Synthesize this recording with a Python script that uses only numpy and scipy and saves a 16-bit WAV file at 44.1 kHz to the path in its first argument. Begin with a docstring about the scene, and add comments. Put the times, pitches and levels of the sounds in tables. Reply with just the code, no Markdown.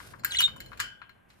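"""In a small quiet room, a budgie steps along a wooden perch on a wire cage, up to a phone on the bars.
Its feathers rustle as fluttering noise, and each footfall excites the damped modes of perch, frame,
wires and bars. It gives one quick warbled chirp, a gliding harmonic tone filtered by throat and beak.
The room reverberates, and a low rumble lasts while the bird moves, over the noise of still air."""
import sys
import numpy as np
from scipy import signal
from scipy.fft import rfft, irfft, next_fast_len
from scipy.io import wavfile

SR = 44100
rng = np.random.default_rng(int(sys.argv[2]) if len(sys.argv) > 2 else 0)


def put_to_file(sound):
    """Save the sound as 16-bit audio at rate SR, in the file named by the first command-line argument."""
    columns = np.atleast_2d(sound).T  # one column per channel
    safe = np.clip(columns, -1, 1)
    whole_steps = np.round(safe * 32767)
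    wavfile.write(sys.argv[1], SR, whole_steps.astype(np.int16))


N = 61739
T = np.arange(N) / SR
RING_N = int(.6 * SR)  # samples in one footfall


def undb(db):
    """Amplitude ratio of a level in decibels."""
    return 10 ** (np.asarray(db) / 20)


def unit(x):
    """Normalisation to an rms of 1."""
    return x / np.sqrt(np.mean(x ** 2))


def shape(x, points, law=undb):
    """Linear filtering by (Hz, value) points joined on a log-frequency axis."""
    hz, value = np.array(points, float).T
    n = x.shape[-1]
    size = next_fast_len(n + n // 20, True)
    f = np.maximum(np.fft.rfftfreq(size, 1 / SR), 1)
    response = law(np.interp(np.log(f), np.log(hz), value))
    return irfft(rfft(x, size) * response, size)[..., :n]


def decay(t60):
    """Exponential damping: 60 dB in t60 seconds."""
    return np.exp(-np.log(1000) * T / t60)


def wander(hz):
    """Random modulation: noise of rms 1, low-passed at hz / 2."""
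    return unit(signal.sosfilt(signal.butter(2, hz / 2, fs=SR, output="sos"), rng.standard_normal(N)))


def gate(start, length, edge_s):
    """A window with raised-cosine edges."""
    return np.sin(np.pi / 2 * np.clip(np.minimum(T - start, start + length - T) / edge_s, 0, 1)) ** 2


def wide_noise(side):
    """Partly correlated stereo noise: mid plus and minus a weighted side."""
    m, s = rng.standard_normal((2, N))
    return np.array([m + side * s, m - side * s])


# Each row: frequency in Hz, side minus mid in dB.
FIELD_WIDTH = [(30, -11), (60, -11.5), (125, -6), (250, -1), (600, 3), (3000, -5), (9000, -9.5),
               (14000, -5)]
def diffuse(spectrum):
    """A diffuse field: coloured noise from all around, narrower in the bass."""
    mid, side = rng.standard_normal((2, N))
    side = shape(side, FIELD_WIDTH)
    return unit(shape(np.array([mid + side, mid - side]), spectrum))


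# Each row: frequency in Hz, relative spectral density in dB.
AIR_SPECTRUM = [(20, -12), (45, -2), (110, 1), (250, -6.5), (500, -13.5), (900, -11.5), (1600, -14.5),
                (2800, -20), (5000, -41.5), (11000, -35), (14000, -37.5), (16000, -60.5)]
def room_air():
    """Stationary noise: the floor of the still room."""
    return undb(-62) * diffuse(AIR_SPECTRUM)


# Each row: frequency in Hz, relative spectral density in dB.
RUMBLE_SPECTRUM = [(25, -25.5), (42, -6.5), (95, -2.5), (160, -9), (280, -17), (600, -19), (1200, -32.5),
                   (4000, -61.5)]
# Each row: time in seconds, level in dB.
RUMBLE_ENVELOPE = [(0, -54), (.3, -53), (.5, -50.5), (.85, -53.5), (.92, -63.5), (1.4, -94.5)]
def rumble():
    """Low noise under a slow envelope, lasting while the bird walks."""
    level_db = np.interp(T, *np.array(RUMBLE_ENVELOPE).T)
    return diffuse(RUMBLE_SPECTRUM) * undb(level_db)


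# Each row: start in seconds, length in seconds, level in dB.
RUSTLES = [(-0.02, .155, -54.5), (0.114, .10, -66.5), (0.246, 0.13, -50.5), (0.377, 0.073, -42),
           (0.555, .26, -69), (1.278, .13, -71.5)]
# Each row: frequency in Hz, relative spectral density in dB.
FEATHER_SPECTRUM = [(300, -14), (1200, 6.5), (2500, 3.5), (5000, 0), (7500, -3.5), (11000, -2),
                    (14000, -5.5), (16000, -30.5)]
def feathers():
    """Amplitude-modulated noise: a soft hiss flutters as the bird shifts."""
    effort = sum(undb(db) * gate(start, length, edge_s=.02) for start, length, db in RUSTLES)
    hiss = unit(shape(wide_noise(side=0.67), FEATHER_SPECTRUM))
    flutter_db = 2 * wander(hz=89.5)
    return hiss * effort * undb(flutter_db)


def ring(modes, spread=0.026, count=5, rise_s=0.00023):
    """Modal superposition: each struck mode is a damped cluster whose detuned partials beat."""
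    t, out = T[:RING_N], 0
    for hz, db, t60, pan in modes:
        detune, phase = rng.uniform(-1, 1, (2, count, 1))
        offsets = (2 * np.arange(count)[:, None] + 1 + detune) / count - 1
        angles = 2 * np.pi * hz * (1 + spread * offsets) * t + np.pi * phase
        cluster = np.sin(angles).sum(axis=0)
        gains = undb(db + np.array([[pan], [-pan]]) / 2)
        out = out + gains * cluster * decay(t60)[:RING_N]
    return out * (1 - np.exp(-t / rise_s)) / np.sqrt(count)


# Each row: frequency in Hz, relative spectral density in dB, left minus right in dB.
CONTACT_SPECTRUM = [(97, -24.5, -7), (700, -26, -1.5), (950, 3, 2.5), (1560, 0, 19.5), (2480, 1, 0),
                    (3240, -2, 1.5), (4650, -2.5, -3.5), (6500, -7, -0.5), (7200, 3.5, -1.5),
                    (8730, -16.5, -1), (11000, -4.5, 0.5), (12740, -12.5, -1), (14400, -1, -0.5),
                    (15700, -21, 4)]
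def contact_noise():
    """Broadband noise of foot contact and rattling bars, coloured differently on each side."""
    channels = [shape(noise, [(hz, db + sign * pan / 2) for hz, db, pan in CONTACT_SPECTRUM])
                for noise, sign in zip(wide_noise(side=0.75), (1, -1))]
    return unit(np.array(channels))


# Short modes of perch and frame, long modes of the wires and of the cross bars.
# Each row: frequency in Hz, relative level in dB, 60 dB decay time in seconds, left minus right in dB.
FRAME_MODES = [(1003, -8.5, 0.058, 12.5), (1119, -18.5, 0.18, 1.5), (1404, -0.5, 0.047, 11.5),
               (1618, 0.5, 0.042, 15), (1769, -5, 0.035, 18), (2151, -15.5, 0.024, 43.5),
               (4183, 3.5, .04, 2), (7040, -6, 0.05, -1.5), (10070, -18, .03, 2), (13780, 7, 0.024, -1.5),
               (14350, 5, 0.033, 3.5)]
WIRE_MODES = [(1240, -29.5, 0.3, 13.5), (1456, -21.5, 0.54, 18), (1582, -21, 1, 9.5), (2057, -32, .27, 0),
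              (3410, -30.5, 0.77, -10), (4470, -14, 0.2, 7.5), (5060, -18, 0.2, 5.5),
              (7260, -23.5, 0.077, 0.5), (7400, -20.5, .17, -3.5)]
BAR_MODES = [(2947, -11, 0.25, 2.5), (3053, -7, 0.35, 1)]
# Each entry: frequency in Hz of the low knock, high knock, mids, treble and top tick in turn.
STEP_BANDS_HZ = [1100, 1700, 3800, 8500, 14000]
# Footfalls and claw taps. Each row: start in seconds, gains in dB at those five frequencies,
# then gains in dB of the scratch, the wires and the bars.
FOOTFALLS = [(0.002, -40, -48, -57.5, -66, -66.5, 0.5, 5, -14),
             (0.136, -43, -54, -72.5, -90, -91, 6, -16, -10.5),
             (0.195, -91, -54.5, -56.5, -52, -62, -13.5, 0.5, -20),
             (0.236, -44.5, -51.5, -55, -52, -74, 0, -10, -19),
             (0.247, -44.5, -23.5, -38.5, -27.5, -24, -7, 0.5, -15),
             (0.318, -53, -48, -56.5, -66, -73, -12, -5, 10),
             (0.405, -32, -32.5, -34.5, -26.5, -27, -1.5, -6, 4.5),
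             (0.48, -41, -47.5, -45, -77, -65.5, 0.5, -2, -4),
             (0.563, -45, -58.5, -68, -55, -60.5, 0.5, 1, 17),
             (0.603, -61, -42, -45, -45.5, -46.5, -3, -21, -4),
             (0.661, -63, -58, -49, -50, -58, -20, -17, -10.5),
             (0.718, -43, -50.5, -59, -84, -73, -2, -4, -28),
             (0.731, -42.5, -49.5, -54.5, -70, -70, -2, -9, -23),
             (0.774, -71, -58, -59, -61, -65, 5, -11.5, -10),
             (0.795, -45.5, -46.5, -47, -58, -74, 6.5, -14, -11),
             (0.8006, -34.5, -30, -36, -31, -39.5, 1, 3, 2.5),
             (1.0171, -42, -44, -54, -84, -82, -0.5, -11, -5),
             (1.094, -54.5, -51, -52.5, -69, -64, -8, -12, -12),
             (1.302, -75, -66.5, -63.5, -74.5, -79, 6.5, -15.5, -8)]
def footfalls():
    """Impact excitation: each step cracks, rattles and rings the cage; thin bars radiate no bass."""
    out = np.zeros((2, N + RING_N))
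    frame = undb(1) * ring(FRAME_MODES, spread=0, count=1)
    wires = undb(3.5) * ring(WIRE_MODES)
    bars = undb(3.5) * ring(BAR_MODES)
    crack, rattle = undb(4.5) * decay(t60=0.049), undb(-3.5) * decay(t60=.18)
    grit = contact_noise()
    for start, *band_db, scratch_db, wire_db, bar_db in FOOTFALLS:
        at = int(start * SR)
        scratch = (np.roll(grit, -at, axis=1) * (crack + rattle))[:, :RING_N]
        blow = frame + undb(scratch_db) * scratch + undb(wire_db) * wires + undb(bar_db) * bars
        out[:, at:at + RING_N] += shape(blow, list(zip(STEP_BANDS_HZ, band_db)))
    return signal.sosfilt(signal.butter(2, 950, "high", fs=SR, output="sos"), out[:, :N])


# Each row: frequency in Hz, relative gain of the reflections in dB.
ROOM_RESPONSE = [(200, 8.5), (1500, -3), (3000, 8), (3800, -1), (5500, 2), (7500, -7), (11500, -5.5),
                 (14000, -14.5)]
def reflections(x, t60, gap_s=0.0066):
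    """Reverberation: convolution with a decaying noise tail of unit energy."""
    tail = shape(rng.standard_normal((2, N)), ROOM_RESPONSE) * decay(t60) * (T > gap_s)
    return signal.fftconvolve(x, unit(tail) / np.sqrt(N), axes=1)[:, :N]


# Each row: start and length in seconds, first, middle and last pitch in Hz, level in dB,
# swell over the syllable in dB, overtone gain in dB, roughness from 0 to 1.
SYLLABLES = [(0.305, .0165, 4760, 4010, 3960, -31, 8, 0.5, 0.1),
             (0.3167, 0.014, 3583, 3362, 3290, -33, -1.5, 3.5, 1),
             (0.329, 0.024, 3550, 2871, 3380, -29.5, 2.5, 0, 0.5),
             (0.347, 0.0062, 2400, 2033, 2150, -19, -6, -18.5, .4),
             (0.35, 0.019, 3700, 3505, 3350, -29, 1.5, 0, .7),
             (0.367, .0135, 4300, 4003, 3740, -20, -1, -3, .12),
             (0.383, .019, 4050, 2930, 3335, -16, 5.5, -2, 0.4),
             (0.402, .021, 3550, 3050, 2970, -25, 0, -14.5, 1),
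             (0.41, 0.018, 4550, 4470, 4050, -32.5, -4, -13.5, .4),
             (0.423, 0.021, 3806, 3710, 3764, -18, -0.5, -7.5, 0),
             (0.436, 0.03, 3680, 3649, 3748, -14, -2, -8.5, .05)]
# Each row: harmonic number, relative level in dB.
OVERTONES = [(2, -13), (3, -17.5)]
# Breathy rasp, and the passband of throat and beak. Each row: frequency in Hz, relative gain in dB.
RASP_SPECTRUM = [(1000, -33), (1900, -3), (3000, 3), (4300, -5), (5300, -20.5), (7500, -11.5), (12000, -36)]
BEAK_RESPONSE = [(600, -15), (1500, -3.5), (9000, -1), (10500, -16), (12000, -19.5), (15000, -30)]
def chirp(jitter=0.03, shimmer_db=5.5):
    """Source and filter: raspy scoops of pitch, then a clean whistle, pass through throat and beak."""
    out, waver, shimmer = np.zeros(N), wander(hz=1000), wander(hz=1000)
    rasp = undb(-11) * unit(shape(rng.standard_normal(N), RASP_SPECTRUM))
    for start, length, first, middle, last, db, swell_db, bright_db, rough in SYLLABLES:
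        on = (T >= start) & (T < start + length)
        progress = (T[on] - start) / length
        hz = np.polyval(np.polyfit([0, .5, 1], [first, middle, last], 2), progress)
        phase = 2 * np.pi * np.cumsum(hz * (1 + jitter * rough * waver[on])) / SR
        tone = np.sin(phase) + sum(undb(k_db + bright_db) * np.sin(k * phase) for k, k_db in OVERTONES)
        level_db = db + swell_db * (progress - .5) + shimmer_db * rough * shimmer[on]
        envelope = gate(start, length, edge_s=0.0038)[on] * undb(level_db)
        out[on] += (tone + rough * rasp[on]) * envelope
    return np.tile(shape(out, BEAK_RESPONSE), (2, 1))


# Each row: frequency in Hz, phase lead of the left port in radians.
PORT_PHASE = [(100, -4), (1200, 1.35), (2000, 1.28), (3000, 3.0), (3700, 4.5), (4200, 4.5), (6000, 8),
              (7400, 8), (9000, 7), (11500, 5), (14000, 4)]
def ports(x):
    """Phase difference: near sounds reach the two microphone ports out of step."""
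    return np.array([x[0], shape(x[1], PORT_PHASE, lambda lead: np.exp(-1j * lead))])


def scene():
    """Superposition of direct sound from bird and cage, reflections and background noise."""
    feet, voice = footfalls(), chirp()
    room = reflections(undb(-12.5) * feet + undb(-28.5) * voice, t60=0.31)
    near_echoes = undb(-14) * reflections(voice, t60=.14)
    direct = ports(feet + voice + feathers())
    return direct + room + near_echoes + rumble() + room_air()


def record(dry):
    """Band limiting: the phone cuts the treble above 15.6 kHz."""
    return signal.sosfilt(signal.ellip(8, .2, 70, 15600, fs=SR, output="sos"), dry)


dry = scene()
out = record(dry)
put_to_file(out)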